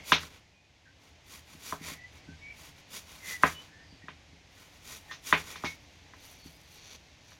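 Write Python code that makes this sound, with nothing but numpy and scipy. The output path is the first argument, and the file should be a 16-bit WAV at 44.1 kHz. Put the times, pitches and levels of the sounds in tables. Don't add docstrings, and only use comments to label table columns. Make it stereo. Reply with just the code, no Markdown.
import sys
import numpy as np
from scipy import signal
from scipy.fft import rfft, irfft, next_fast_len
from scipy.io import wavfile

SR = 44100
rng = np.random.default_rng(int(sys.argv[2]) if len(sys.argv) > 2 else 0)


def bounce(signal):
    frames = np.transpose(np.atleast_2d(signal))
    limited = np.clip(frames, -1, 1)
    pcm = np.round(limited * 32767).astype(np.int16)
    wavfile.write(sys.argv[1], SR, pcm)


N = 325899

# (frequency [Hz], density [dB per Hz, relative])
AIR_SPECTRUM = [(20, -20), (80, 2.5), (122, -6), (160, -6), (221, -13), (289, -8.5), (370, -16), (780, -13),
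                (1300, -20), (2100, -12.5), (6500, -21), (8300, -34), (11500, -39), (15500, -49)]
# (time [s], level [dB])
AIR_LEVEL = [(0, -50), (.6, -62.5), (1.2, -57.5), (2.2, -54), (3.8, -55.5), (4.4, -56.5), (5.9, -55),
             (7.39, -57)]
# (frequency [Hz], correlation [-1 to 1])
LIKENESS = [(60, 0.92), (300, 0.86), (700, 0.66), (1300, -0.051), (2500, 0.25), (5000, 0.083),
            (12000, -0.057)]
# (start [s], length [s], pitch [Hz], glide [Hz/s], level [dB], roughness [0-1, clipped])
SQUEAKS = [(-.01, 0.028, 2185, 0, -44.5, 0.35), (.52, 0.18, 2465, 170, -66, .4),
           (.853, 0.04, 1646, -4200, -56.5, 0.6), (1.766, 0.23, 2180, -570, -49.5, 1.15),
           (1.95, 0.13, 1898, 1000, -50.5, 0), (2.267, 0.083, 1520, 500, -59, 0.5),
           (2.403, 0.12, 2238, 445, -43, 0.2), (2.499, .022, 2285, 1800, -40.5, .5),
           (3.19, .22, 2110, -750, -43.5, 0.67), (3.525, 0.093, 2988, -350, -47.5, 0),
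           (3.644, 0.24, 1658, 887, -59, 0.65), (3.78, 0.24, 5040, -2400, -67, .75),
           (3.993, 0.079, 1927, -1000, -60, 0.54), (4.269, 0.17, 2230, 197, -69, 0.17),
           (5.05, 0.058, 834, 0, -57, .7), (5.085, .046, 1786, 2186, -47.5, 0.6),
           (5.524, 0.076, 2276, -450, -48, 1.1), (5.644, 0.036, 2212, -600, -35, 0.7),
           (6.37, .15, 4390, 750, -60, .55), (6.52, .07, 4940, 700, -64, .6)]
# (middle [s], half length to 1/e [s], level before crunch gain [dB])
STROKES = [(0.108, 0.044, -47), (0.233, 0.046, -59), (0.346, 0.044, -71), (1.061, 0.055, -75),
           (1.337, 0.056, -56.5), (1.522, 0.055, -64), (1.688, 0.064, -50.5), (1.89, 0.055, -50),
           (2.162, 0.04, -72.5), (2.635, 0.07, -60.5), (2.792, 0.028, -69.5), (2.962, 0.044, -49),
           (3.136, 0.073, -60), (3.306, 0.054, -46.5), (3.432, 0.0061, -49), (3.478, 0.058, -50),
           (3.623, 0.066, -71), (4.612, 0.08, -66.5), (4.757, 0.049, -71.5), (4.919, 0.067, -53),
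           (5.108, 0.075, -68.5), (5.299, 0.043, -45.5), (5.393, 0.029, -53.5), (5.503, 0.058, -54.5),
           (5.676, 0.068, -59.5)]
# (frequency [Hz], density [dB per Hz, relative])
FLESH_SPECTRUM = [(88, -19), (150, -7), (462, -9), (860, -9.5), (1020, -5), (1630, -3.5), (1870, -1),
                  (3100, -5), (3550, -4.5), (5030, -3), (6470, -3), (8010, -9.5), (11400, -9),
                  (15500, -12.5)]
# (path difference [s], left [dB], right [dB])
NEARBY = [(.00031, -13, -16), (.00087, -17, -11), (.0021, -13, -15), (.0047, -16, -12)]
# (time [s], impulse [dB], contact brightness [Hz])
KNOCKS = [(0.1196, 3, 3800), (0.233, -26.5, 1513), (1.7233, -10, 1250), (3.4341, 5, 1860),
          (4.083, -23, 2800), (5.3260, 2.5, 2600), (5.557, -27, 5000), (6.135, -32, 2140),
          (7.319, -38.5, 2200)]
# (frequency [Hz], level [dB], t60 [s])
CLACK_MODES = [(1011, -17.5, 0.064), (1225, -12.5, 0.024), (1610, -10, 0.013), (1954, -12, 0.016),
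               (2550, -12, 0.0067), (3543, -12.5, 0.031), (6220, -15.5, .01)]
# (frequency [Hz], level before ring gain [dB])
RING_MODES = [(646.0, -50), (947.5, -49), (1034, -39), (1276, -45), (1523, -43), (2078, -49), (2180, -48),
              (2433, -49), (2519, -47), (2697, -47), (3198, -55), (3354, -52), (3483, -49), (3838, -50)]
# (frequency [Hz], level before weight [dB], t60 [s])
TABLE_MODES = [(79.1, -45.5, 0.49), (160.9, -38.5, 0.28), (208, -38.5, 0.1), (274, -34.5, 0.14),
               (340, -33.5, 0.054), (419, -38, 0.2), (625, -38, 0.084), (803.5, -32.5, 0.039)]
# (frequency [Hz], density [dB per Hz, relative])
ECHO_SPECTRUM = [(60, -25.5), (150, -26), (330, -15.5), (480, -9), (760, -6), (1100, -2.5), (2500, 3.5),
                 (3100, 1.5), (3700, 4.5), (4800, 0), (6200, 7.5), (8000, -12.5), (16000, -26)]
# (frequency [Hz], t60 [s])
ROOM_T60 = [(100, 0.71), (400, 0.16), (1200, 0.19), (3000, 0.17), (8000, 0.25)]
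# (time [s], impulse [dB])
THUDS = [(1.543, -24.5), (1.805, -15.5), (1.91, -18.5), (2.281, -16), (3.918, -24.5), (4.033, -23.5),
         (4.324, -27), (6.452, -18)]
# (time [s], impulse [dB], first brightness [Hz], table weight [dB])
CHATTERS = [(5.112, -26.5, 5630, 3), (5.637, -16, 1390, 15)]
# (time [s], crinkle before gain [dB], sliding before gain [dB])
HANDLING = [(5.8, -81, -65.5), (6.118, -87, -69), (6.246, -61, -54), (6.436, -73, -62), (6.454, -64, -54),
            (6.552, -72.5, -67), (6.69, -73, -63), (6.746, -62.5, -54.5), (6.804, -77, -56),
            (6.946, -69, -50), (6.986, -82, -64.5), (7.176, -95, -68), (7.318, -75, -56.5),
            (7.39, -82, -68)]
# (frequency [Hz], density [dB per Hz, relative])
CRINKLE_SPECTRUM = [(500, -13), (2000, -4.5), (6000, -13), (8000, -8.5), (12000, -4.5), (16000, -11.5)]
# (frequency [Hz], density [dB per Hz, relative])
SLIDE_SPECTRUM = [(300, -8), (1200, -6.5), (2500, -1), (3300, -3.5), (4400, 2), (5100, -4), (6100, 2.5),
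                  (7600, -15.5), (16000, -28)]

FIRM_PUSH_DB, LOW_CRUNCH_DB, LOW_DB_PER_DB = -45.5, -3, 0.46
CHOP_ABOVE_DB, ON_BOARD_S, ON_BOARD_DB = -15, .4, 5.5
WEIGHT_AT_0_DB, WEIGHT_DB_PER_DB = 2, 0.1578
RING_T60_S = .18
TICK_DB, TICK_T60_S, TICK_HZ = -36.5, .015, 3680
THUD_HZ, THUD_WEIGHT_DB = 288, 8.5
SETTLE_ABOVE_DB, SETTLE_S, SETTLE_DB, SETTLE_HZ = -18, 0.033, 3.5, 110
CHATTER_GAP_S, CHATTER_LOSS_DB, CHATTER_LATER_HZ = .0085, 3.5, 5130
CUTOFF_HZ = 15850


def from_db(db):
    return 10 ** (np.asarray(db) / 20)


def rms_one(x):
    return x / np.sqrt(np.mean(x ** 2) + 1e-20)


def in_time(rows, outside=None):
    time_s, *columns = np.transpose(rows)
    now_s = np.arange(N) / SR
    return [np.interp(now_s, time_s, column, outside, outside) for column in columns]


def at_hz(points, hz):
    table_hz, value = np.transpose(points)
    return np.interp(np.log(np.maximum(hz, 1)), np.log(table_hz), value)


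def drift(rate_hz):
    step = 40
    pole = np.exp(-2 * np.pi * rate_hz * step / SR)
    noise = rng.standard_normal(N // step + 2002)
    slow = signal.lfilter([1], [1, -2 * pole, pole * pole], noise)[2000:]
    return np.interp(np.arange(N) / step, np.arange(len(slow)), rms_one(slow))


def colour(pair, spectrum):
    length = pair.shape[1]
    size = next_fast_len(length)
    hz = np.arange(size // 2 + 1) * SR / size
    mid, side = rfft(pair, size) * from_db(at_hz(spectrum, hz))
    alike = np.clip(at_hz(LIKENESS, hz), -1, 1)
    stereo = np.sqrt(1 + alike) * mid + np.sqrt(1 - alike) * side * [[1], [-1]]
    return rms_one(irfft(stereo, size)[:, :length])


def grains(per_s, spread_db):
    sizes = from_db(spread_db * np.minimum(rng.exponential(1, (2, N)), 5))
    present = rng.random((2, N)) < per_s / SR
    return rng.standard_normal((2, N)) * sizes * present


def pan(left_db):
    return from_db(np.array([[left_db], [-left_db]]) / 2)


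def background():
    level_db, = in_time(AIR_LEVEL)
    noise = colour(rng.standard_normal((2, N)), AIR_SPECTRUM)
    return from_db(level_db) * noise * pan(left_db=-0.85)


def squeaks(waver, echo_db, echo_t60_s):
    now_s, tone = np.arange(N) / SR, np.zeros(N)
    wobble = 1 + waver * drift(50)
    rasp = (drift(230) + 1j * drift(230)) / np.sqrt(2)
    for start_s, length_s, start_hz, glide_hz_per_s, db, rough in SQUEAKS:
        on = (now_s > start_s) & (now_s < start_s + length_s)
        age_s = now_s[on] - start_s
        rough = np.clip(rough, 0, 1)
        hz = (start_hz + glide_hz_per_s * age_s) * wobble[on]
        grip = np.sqrt(1 - rough ** 2) + rough * rasp[on]
        carrier = np.exp(2j * np.pi * np.cumsum(hz) / SR)
        tone[on] += from_db(db) * np.sin(np.pi * age_s / length_s) * np.real(grip * carrier)
    tone *= from_db(2 * drift(30))
    t = now_s[:SR // 2]
    tail = rng.standard_normal((2, len(t))) * from_db(-60 * t / echo_t60_s)
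    echo = rms_one(tail) / np.sqrt(len(t))
    return tone + from_db(echo_db) * signal.fftconvolve(tone[None], echo, axes=1)[:, :N]


def swell(middle_s, half_s):
    return np.exp(-((np.arange(N) / SR - middle_s) / half_s) ** 2)


def low_crunch(s, db):
    chops_s = [hit_s for hit_s, hit_db, _ in KNOCKS if hit_db > CHOP_ABOVE_DB]
    on_board = any(0 < s - hit_s < ON_BOARD_S for hit_s in chops_s)
    return LOW_CRUNCH_DB + LOW_DB_PER_DB * (FIRM_PUSH_DB - db) + ON_BOARD_DB * on_board


def slicing(crunch_db, low_hz):
    push, deep = 0, 0
    for middle_s, half_s, db in STROKES:
        speed = from_db(db) * swell(middle_s, half_s)
        push = push + speed
        deep = deep + speed * (from_db(low_crunch(middle_s, db)) - 1)
    bursts = grains(per_s=14000, spread_db=0.5) * from_db(1.0 * drift(60))
    cells = colour(bursts, FLESH_SPECTRUM)
    low = signal.sosfilt(signal.butter(1, low_hz, fs=SR, output="sos"), cells)
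    return from_db(crunch_db) * (push * cells + deep * low) * pan(left_db=-0.8)


def nearby(x):
    out = x.copy()
    for s, left_db, right_db in NEARBY:
        lag = max(int(s * SR), 1)
        out[:, lag:] += from_db([[left_db], [right_db]]) * x[:, :-lag]
    return out


def struck(modes, t, lag_s):
    out = np.zeros((2, len(t)))
    for k, (hz, db, t60_s) in enumerate(modes):
        share_db = rng.normal(0, 1, (2, 1))
        late = np.maximum(t - np.abs(rng.normal(0, 1, (2, 1))) * lag_s, 0)
        motion = from_db(db + share_db - 60 * late / t60_s) * np.sin(2 * np.pi * hz * late)
        speed = np.diff(motion, prepend=0) * SR / (2 * np.pi * hz)
        out += (-1) ** k * speed
    return out


def room_answer(t, build_s):
    noise = rfft(colour(rng.standard_normal((2, len(t))), ECHO_SPECTRUM))
    hz = np.arange(noise.shape[1]) * SR / len(t)
    centres_hz, t60s = np.transpose(ROOM_T60)
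    out = 0
    for share, t60_s in zip(np.eye(len(centres_hz)), t60s):
        band = irfft(noise * at_hz(np.c_[centres_hz, share], hz), len(t))
        out = out + band * from_db(-60 * t / t60_s)
    return out * (1 - np.exp(-t / build_s))


def blow(db, bright_hz, weight_db, ring_db, room_db):
    t = np.arange(SR) / SR
    ring = [(hz, mode_db + ring_db, RING_T60_S) for hz, mode_db in RING_MODES]
    board = struck(CLACK_MODES, t, lag_s=.0001) + struck(ring, t, lag_s=.0001)
    table = from_db(weight_db) * struck(TABLE_MODES, t, lag_s=.0001)
    room = from_db(room_db) * room_answer(t, build_s=.004)
    contact = signal.butter(4, min(bright_hz, SR / 3), fs=SR, output="sos")
    tick_gain = from_db(TICK_DB - 60 * t / TICK_T60_S) * (bright_hz / TICK_HZ) ** 2
    tick = tick_gain * rng.standard_normal((2, len(t)))
    return from_db(db) * (signal.sosfilt(contact, board + table + room) + tick)


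def chatter(count):
    touches = []
    for s, db, first_hz, weight_db in CHATTERS:
        for k in range(count):
            bright_hz = CHATTER_LATER_HZ if k else first_hz
            touches.append((s + k * CHATTER_GAP_S, db - k * CHATTER_LOSS_DB, bright_hz, weight_db))
    return touches


def contacts():
    knife = [(s, db, hz, WEIGHT_AT_0_DB - WEIGHT_DB_PER_DB * db) for s, db, hz in KNOCKS]
    apple = [(s, db, THUD_HZ, THUD_WEIGHT_DB) for s, db in THUDS]
    settling = [(s + SETTLE_S, db + SETTLE_DB, SETTLE_HZ, THUD_WEIGHT_DB)
                for s, db in THUDS if db > SETTLE_ABOVE_DB]
    return knife + apple + settling + chatter(count=4)


def knocks(ring_db, room_db):
    out = np.zeros((2, N + 2 * SR))
    for s, db, bright_hz, weight_db in contacts():
        start = int(s * SR)
        out[:, start:start + SR] += blow(db, bright_hz, weight_db, ring_db, room_db)
    return out[:, :N] * pan(left_db=-1.2)


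def handling(crinkle_db, slide_db):
    crinkle_level_db, slide_level_db = in_time(HANDLING, outside=-120)
    glove = colour(grains(per_s=1300, spread_db=1.0), CRINKLE_SPECTRUM)
    slices = colour(grains(per_s=3500, spread_db=0.5), SLIDE_SPECTRUM)
    catching = from_db(1.1 * drift(53.0))
    crinkling = from_db(crinkle_db + crinkle_level_db) * glove
    sliding = from_db(slide_db + slide_level_db) * slices
    return catching * (crinkling + sliding)


def scene():
    squeaking = squeaks(waver=0.0093, echo_db=3.0, echo_t60_s=0.18)
    rustle = nearby(slicing(crunch_db=9.5, low_hz=2040) + handling(crinkle_db=6.5, slide_db=0.5))
    blows = knocks(ring_db=6, room_db=-12)
    return background() + squeaking + rustle + blows


def record(dry):
    rounded = dry / (1 + dry ** 6) ** (1 / 6)
    return signal.sosfilt(signal.ellip(10, .1, 70, CUTOFF_HZ, fs=SR, output="sos"), rounded)


dry = scene()
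out = record(dry)
bounce(out)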